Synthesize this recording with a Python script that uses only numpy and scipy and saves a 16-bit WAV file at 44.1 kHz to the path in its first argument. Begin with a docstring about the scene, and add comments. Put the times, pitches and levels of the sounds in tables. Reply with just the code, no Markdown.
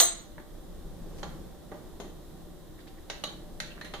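"""A steel part clanks on a machine table and rings in beating clusters of modes, in a small workshop.
A vise is cranked shut: the screw rubs over a low handling rumble, and the loose handle knocks,
ringing the cast iron. Then metal pieces, shifted by hand, tap and scrape against the jaws.
A faint hum and hiss fill the room."""
import sys
import numpy as np
from scipy import signal
from scipy.fft import rfft, irfft
from scipy.io import wavfile

SR = 44100
rng = np.random.default_rng(int(sys.argv[2]) if len(sys.argv) > 2 else 0)


def store_pcm(level_fs):
    """Save levels as 16-bit WAV."""
    pcm = np.round(np.clip(level_fs, -1, 1) * 32767).astype(np.int16)
    wavfile.write(sys.argv[1], SR, np.atleast_2d(pcm).T)


N = 176400

# stereo likeness of contacts and reflections (frequency [Hz], L-R correlation [-1..1])
CONTACT_CORRELATION = [(200, 0.83), (900, 0.96), (2000, 0.055), (5000, -0.0083), (15000, 0.21)]
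# stereo likeness of hiss, hum and rubbing (frequency [Hz], L-R correlation [-1..1])
AIR_CORRELATION = [(30, 0.49), (70, 0.47), (200, 0.51), (600, 0.51), (1500, 0.64), (4000, 0.067),
                   (14000, 0.034)]


def amp(db):
    return 10 ** (np.asarray(db) / 20)


def decay(t, t60_s):
    return np.exp(-np.log(1000) * t / t60_s)


def unit_rms(x):
    return x / np.sqrt(np.mean(x ** 2) + 1e-20)


def unit_onset(x):
    """Scales each channel to rms 1 over its first 20 ms."""
    return x / np.sqrt(np.mean(x[..., :SR // 50] ** 2, -1, keepdims=True) + 1e-20)


def at_hz(points, hz):
    """Interpolates a table on a log-frequency axis."""
    f, value = np.transpose(points)
    return np.interp(np.log(hz + 1), np.log(f + 1), value)


def envelope(points):
    """Gain per sample from (time [s], level [dB]) points."""
    return amp(np.interp(np.arange(N) / SR, *np.transpose(points)))


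def pan(left_minus_right_db):
    return amp(left_minus_right_db * np.array([[.5], [-.5]]))


def add(mix, start_s, sound):
    part = mix[:, max(round(start_s * SR), 0):][:, :sound.shape[1]]
    part += sound[:, :part.shape[1]]


def noise(size, gain_at=np.ones_like, correlation=CONTACT_CORRELATION):
    """Stereo noise at rms 1, white by default."""
    hz = np.fft.rfftfreq(size, 1 / SR)
    left, independent = rfft(rng.standard_normal((2, size)))
    c = np.clip(at_hz(correlation, hz), -1, 1)
    right = c * left + np.sqrt(1 - c ** 2) * independent
    return unit_rms(irfft(np.array([left, right]) * gain_at(hz), size))


def convolve(x, impulse):
    return signal.fftconvolve(x, np.atleast_2d(impulse), axes=1)[:, :x.shape[1]]


def coloured(x, db_at, size=4096):
    """Minimum-phase filter: attacks stay sharp."""
    log_gain = np.log(amp(db_at(abs(np.fft.fftfreq(size, 1 / SR)))))
    response = np.exp(np.conj(signal.hilbert(log_gain)))
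    return convolve(x, np.fft.ifft(response).real[:size // 2])


def resonance(x, hz, width_hz):
    return coloured(x, lambda f: -20 * np.log10(1 + ((f - hz) / width_hz) ** 2))


def workshop(x, wet_db, rise_s=.002):
    """Adds the dense, short reflections of the cluttered room."""
    # room decay (frequency [Hz], t60 [s])
    room_t60 = [(200, 0.46), (800, 0.43), (2000, 0.5), (4000, 0.45), (7000, 0.37), (10000, 0.26),
                (15000, 0.12)]
    hz, t, spectra = signal.stft(noise(x.shape[1]), SR, nperseg=256)
    spectra = spectra * decay(t, at_hz(room_t60, hz)[:, None]) * (1 - np.exp(-t / rise_s))
    tail = signal.istft(spectra, SR, nperseg=256)[1]
    return x + amp(wet_db) * convolve(x, tail / np.linalg.norm(tail[0]))


def room_noise(hiss_db=-51.5):
    """Steady hiss, and a wavering hum made of peaks of noise."""
    # hiss spectrum (frequency [Hz], relative density [dB])
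    hiss_spectrum = [(12, -12.5), (20, 7), (72, -2.5), (98, -3.5), (140, -30.5), (175, -5), (259, -5),
                     (298, -14.5), (324, -8), (362, -21), (549, -7), (597, -17), (834, -18.5),
                     (1010, -16.5), (1870, -25.5), (2400, -34), (3850, -21.5), (4430, -27.5), (15500, -29)]
    # balance of hiss and hum (frequency [Hz], L-R [dB])
    balance = [(30, 14), (70, -3), (170, -8), (600, -1), (4000, -3), (7000, 1.5), (15000, -1)]
    # hum peaks (frequency [Hz], level [dB], width [Hz])
    hum_peaks = [(164.8, -63.5, 6.86), (307, -62, 5), (335.8, -62, 10.3), (363.7, -64.5, 4.3),
                 (596, -63, 3), (772.4, -68.5, 8.9), (1866, -77, 120), (3472, -72, 580), (11600, -72, 900)]

    def hiss_gain(hz):
        return pan(at_hz(balance, hz)) * amp(at_hz(hiss_spectrum, hz))

    def hum_gain(hz):
        peaks = sum(amp(db) / np.sqrt(width) / (1 + ((hz - f) / width) ** 2)
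                    for f, db, width in hum_peaks)
        return pan(at_hz(balance, hz)) * peaks

    hiss = amp(hiss_db) * noise(N, hiss_gain, AIR_CORRELATION)
    hum_rms = np.linalg.norm(amp([db for _, db, _ in hum_peaks]))
    return hiss + hum_rms * noise(N, hum_gain, AIR_CORRELATION)


def handling_rumble():
    """Lumpy low rumble of handling."""
    # swells (time [s], level [dB])
    swells = [(0, -53), (.48, -53), (.54, -41.5), (.66, -55.5), (.76, -42.5), (.95, -41), (1.13, -47),
              (1.25, -41.5), (1.4, -42), (1.5, -53), (1.58, -49.5), (1.72, -57), (2, -49), (2.6, -53.5),
              (3.3, -52), (4, -52)]
    # rumble spectrum (frequency [Hz], relative density [dB])
    spectrum = [(10, -23), (20, -5), (30, 3), (45, -13), (70, -11), (120, -32), (400, -81)]
    # stereo likeness (frequency [Hz], L-R correlation [-1..1])
    correlation = [(30, 0.9), (100, 0.26)]
    return envelope(swells) * noise(N, lambda hz: amp(at_hz(spectrum, hz)), correlation)


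def screw(pan_db=-1.15):
    """The lead screw rubs as it turns."""
    # turning effort (time [s], level [dB])
    effort = [(0, -56), (.45, -55), (.56, -50.5), (.95, -48.5), (1.2, -44), (1.42, -46), (1.6, -51.5),
              (1.8, -47.5), (2.1, -51), (2.35, -49), (2.55, -53.5), (3.1, -51.5), (3.35, -48.5),
              (3.55, -49), (3.8, -49.5), (4, -49)]
    # rubbing spectrum (frequency [Hz], relative density [dB])
    spectrum = [(40, 2), (65, 1.5), (100, -5), (140, 1.5), (175, 7), (200, -1.5), (230, -2), (275, -7.5),
                (320, -1.5), (450, -4.5), (700, -10.5), (1100, -20.5), (2500, -31.5), (4000, -29.5),
                (9000, -32), (15000, -38)]
    rub = noise(N, lambda hz: amp(at_hz(spectrum, hz)), AIR_CORRELATION)
    return envelope(effort) * rub * pan(pan_db)


def scrape(length_s, db, hz, width_hz, grain_db=4.5, pan_db=-2):
    """Tiny slips of metal on metal excite one resonance."""
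    t = np.arange(SR // 2) / SR
    friction = noise(len(t))
    slip_db = grain_db * np.repeat(rng.standard_normal(len(t)), 64)[:len(t)]
    stroke = friction * amp(slip_db) * np.sin(np.pi * np.minimum(t / length_s, 1))
    sound = workshop(resonance(stroke, hz, width_hz), wet_db=-6.5)
    return amp(db) * pan(pan_db) * unit_rms(sound) * np.sqrt(length_s / t[-1])


def contact(t60_s, attack_s=.0006):
    """A burst of chatter where two pieces of metal meet."""
    t = np.arange(SR * 3 // 4) / SR
    return noise(len(t)) * (1 - np.exp(-t / attack_s)) * decay(t, t60_s)


def vise_blow(row, gain_db, wet_db, modes_gain_db=-4, piece_gain_db=-5):
    """A contact rings the vise and the striking piece; where it lands sets each band's strength."""
    # centres of a blow's seven bands (frequency [Hz])
    band_hz = [300, 550, 1000, 1900, 3600, 6000, 11000]
    # cast-iron vise modes (frequency [Hz], relative level [dB], t60 [s])
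    vise_modes = [(600, -14, .12), (810, -16, .12), (1157, -16, .12), (1900, -14, .08), (2070, -15, .15),
                  (3120, -14, .08), (3750, -20, .14), (3900, -20, .12), (4240, -20, .2), (5950, -18, .15),
                  (6650, -17, .22), (9460, -21, .12), (13470, -18, .06)]
    # fine tone colour shared by all knocks and taps, with a dip near 2450 Hz (frequency [Hz], gain [dB])
    tone_colour = [(60, -5.5), (200, 0), (400, 5), (1600, -2), (2050, -4.5), (2450, -7.5), (3000, -3.5),
                   (4250, 2.5), (5000, -5), (6700, 8.5), (7700, -4.5), (9300, 6), (13000, -1.5),
                   (16000, -10)]
    contact_s, ring_hz, ring_db, ring_t60_s, *band_db, pan_db = row
    burst = contact(t60_s=2.93 * contact_s)
    t = np.arange(burst.shape[1]) / SR
    impulse = sum(amp(modes_gain_db + db) * np.cos(2 * np.pi * hz * t) * decay(t, t60_s)
                  / np.sqrt(t60_s * SR / np.log(1000)) for hz, db, t60_s in vise_modes)
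    density = list(zip(band_hz, np.array(band_db) - 10 * np.log10(band_hz)))
    body = burst + convolve(burst, impulse)
    body = coloured(body, lambda hz: at_hz(density, hz) + at_hz(tone_colour, hz))
    body = np.linalg.norm(amp(band_db)) * unit_onset(workshop(body, wet_db))
    piece = unit_onset(np.sin(2 * np.pi * ring_hz * t) * decay(t, ring_t60_s))
    piece_db = piece_gain_db + ring_db + at_hz(list(zip(band_hz, band_db)), ring_hz)
    return amp(gain_db) * pan(pan_db) * (body + amp(piece_db) * piece)


def steel_mode(hz, t60_s, t, left_lead_turns=.3):
    """A damped sine of random phase, out of step between the channels."""
    turns = hz * t + rng.random() + np.array([[left_lead_turns], [0]])
    return np.sin(2 * np.pi * turns) * decay(t, t60_s)


def clank(crash_db=-21, crack_db=-23.5, ring_gain_db=1, split_share=.006, neighbour_db=-7):
    """A hard crack and a brief crash of the table; the steel rings on in rough, beating clusters."""
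    # crash of the machine table (frequency [Hz], relative density [dB])
    crash_spectrum = [(100, -28), (300, -9.5), (560, 2.5), (800, -2.5), (1150, -1.5), (1500, -4.5),
                      (2100, -1), (2450, -9), (3000, -2.5), (3900, 2.5), (5200, -8.5), (7000, -2),
                      (9500, -11.5), (11000, -16), (12000, -16), (15000, -8)]
    # steel part modes (frequency [Hz], left level [dB], right level [dB], t60 [s])
    steel_modes = [(337.6, -42, -39.5, 0.35), (672, -36, -30, 0.18), (1188, -36.5, -38, 0.12),
                   (1422, -40, -58, 0.087), (3430, -46, -45, 0.17), (3840, -41, -43, .3),
                   (4107, -39, -28, .22), (6210, -27, -24, .2), (6400, -31, -28, .2), (6810, -32, -34, .28),
                   (6866, -27, -29, .31), (6980, -30, -32, .3), (8046, -23, -26, .24),
                   (8104, -23, -26, .24), (9530, -33.5, -34, 0.06), (9460, -40, -39.5, 0.19),
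                   (10090, -47.5, -37, 0.1917), (13390, -37.5, -40.5, 0.1787), (14800, -30.5, -36.5, .16),
                   (15290, -33, -28, 0.1676)]
    crash = coloured(contact(t60_s=.12), lambda hz: at_hz(crash_spectrum, hz))
    crash = unit_onset(workshop(crash, wet_db=-7.5))
    crack = unit_onset(resonance(contact(t60_s=.008), hz=3848, width_hz=600))
    sound = amp(crash_db) * pan(-3.5) * crash + amp(crack_db) * pan(-7.5) * crack
    t = np.arange(sound.shape[1]) / SR
    for hz, left_db, right_db, t60_s in steel_modes:
        offsets_hz = split_share * hz * rng.uniform(-1, 1, size=4)
        centre = steel_mode(hz, t60_s, t)
        neighbours = sum(steel_mode(hz + offset, .75 * t60_s, t) for offset in offsets_hz)
        ring = workshop(centre + amp(neighbour_db) * neighbours, wet_db=-8.5)
        ring /= np.sqrt((ring ** 2).sum(1, keepdims=True) / (SR / 25))  # energy of 40 ms at rms 1
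        sound += amp(ring_gain_db) * amp([[left_db], [right_db]]) * ring
    return sound


def scene():
    """Clank, cranking, then taps and scrapes, over the room noise."""
    # handle knocks (time [s], contact [s], ring [Hz], relative ring level [dB], ring t60 [s],
    # levels at 300, 550, 1000, 1900, 3600, 6000, 11000 Hz [dB], L-R [dB])
    handle_knocks = [(0.38, 0.011, 1145, -3, 0.24, -50, -61, -49.5, -47.5, -66, -84, -85, -1.5),
                     (.399, .012, 1750, -8, .1, -59, -61, -55, -56, -66, -72, -78, -1),
                     (1.23, 0.019, 840, -7, .15, -60, -46.5, -39.5, -40.5, -43, -49, -73, -2),
                     (1.716, 0.043, 785, 2.5, .12, -45, -46, -46, -46, -58, -69, -72, -3),
                     (1.745, 0.014, 570, -11, .08, -63, -45, -53, -73, -74, -72, -80, 1),
                     (2., 0.038, 400, 8, .15, -50, -44.5, -50, -50.5, -48, -52.5, -64, 2.5),
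                     (2.044, 0.07, 410, -4, .1, -45.5, -54, -57.5, -54, -54.5, -65, -64, -4)]
    # metal tapping the jaws (columns as handle_knocks)
    jaw_taps = [(3.099, 0.016, 638, 5.5, 0.055, -58, -38, -46.5, -31.5, -36.5, -42, -58, -2.5),
                (3.238, 0.0098, 2895, 2.5, 0.062, -48, -41.5, -40.5, -36, -27, -45.5, -47, -2.5),
                (3.6015, 0.0086, 2120, -8, 0.15, -65, -48.5, -51, -29, -34.5, -41, -49, -1.5),
                (3.8116, .012, 4160, 8.5, 0.15, -56, -77, -63, -40, -44, -60, -70, -3),
                (3.813, 0.012, 1800, 12.5, 0.039, -66, -67, -47, -47, -62, -63, -68, -2),
                (3.846, 0.04, 4110, 2, 0.67, -59, -75, -57, -40, -46.5, -55, -59, -2),
                (3.937, 0.033, 1235, 3.5, 0.059, -49.5, -43.5, -41, -35, -34.5, -49.5, -58.5, -2)]
    # short scrapes (time [s], length [s], level [dB], centre [Hz], width [Hz])
    scrapes = [(1.16, 0.058, -57.5, 3900, 4100), (2.773, 0.043, -61.5, 1860, 300),
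               (2.787, 0.043, -63, 3840, 900), (2.868, 0.024, -57, 3880, 1600),
               (2.869, 0.015, -58.5, 1900, 600), (2.964, 0.034, -64, 1900, 400),
               (3.701, 0.033, -52.5, 2850, 350), (3.757, 0.053, -55.5, 1450, 690)]
    mix = room_noise() + screw() + handling_rumble()
    add(mix, .0005, clank())
    for start_s, *row in handle_knocks:
        add(mix, start_s, vise_blow(row, gain_db=-2, wet_db=-6.5))
    for start_s, *row in jaw_taps:
        add(mix, start_s, vise_blow(row, gain_db=-7, wet_db=-4.5))
    for start_s, *row in scrapes:
        add(mix, start_s, scrape(*row))
    return mix


def record(dry):
    """Steep low-pass on the top treble."""
    cutoff_hz = 15550
    lowpass = signal.firwin(511, cutoff_hz, window=("kaiser", 9), fs=SR)
    return signal.oaconvolve(dry, lowpass[None], "same")


dry = scene()
out = record(dry)
store_pcm(out)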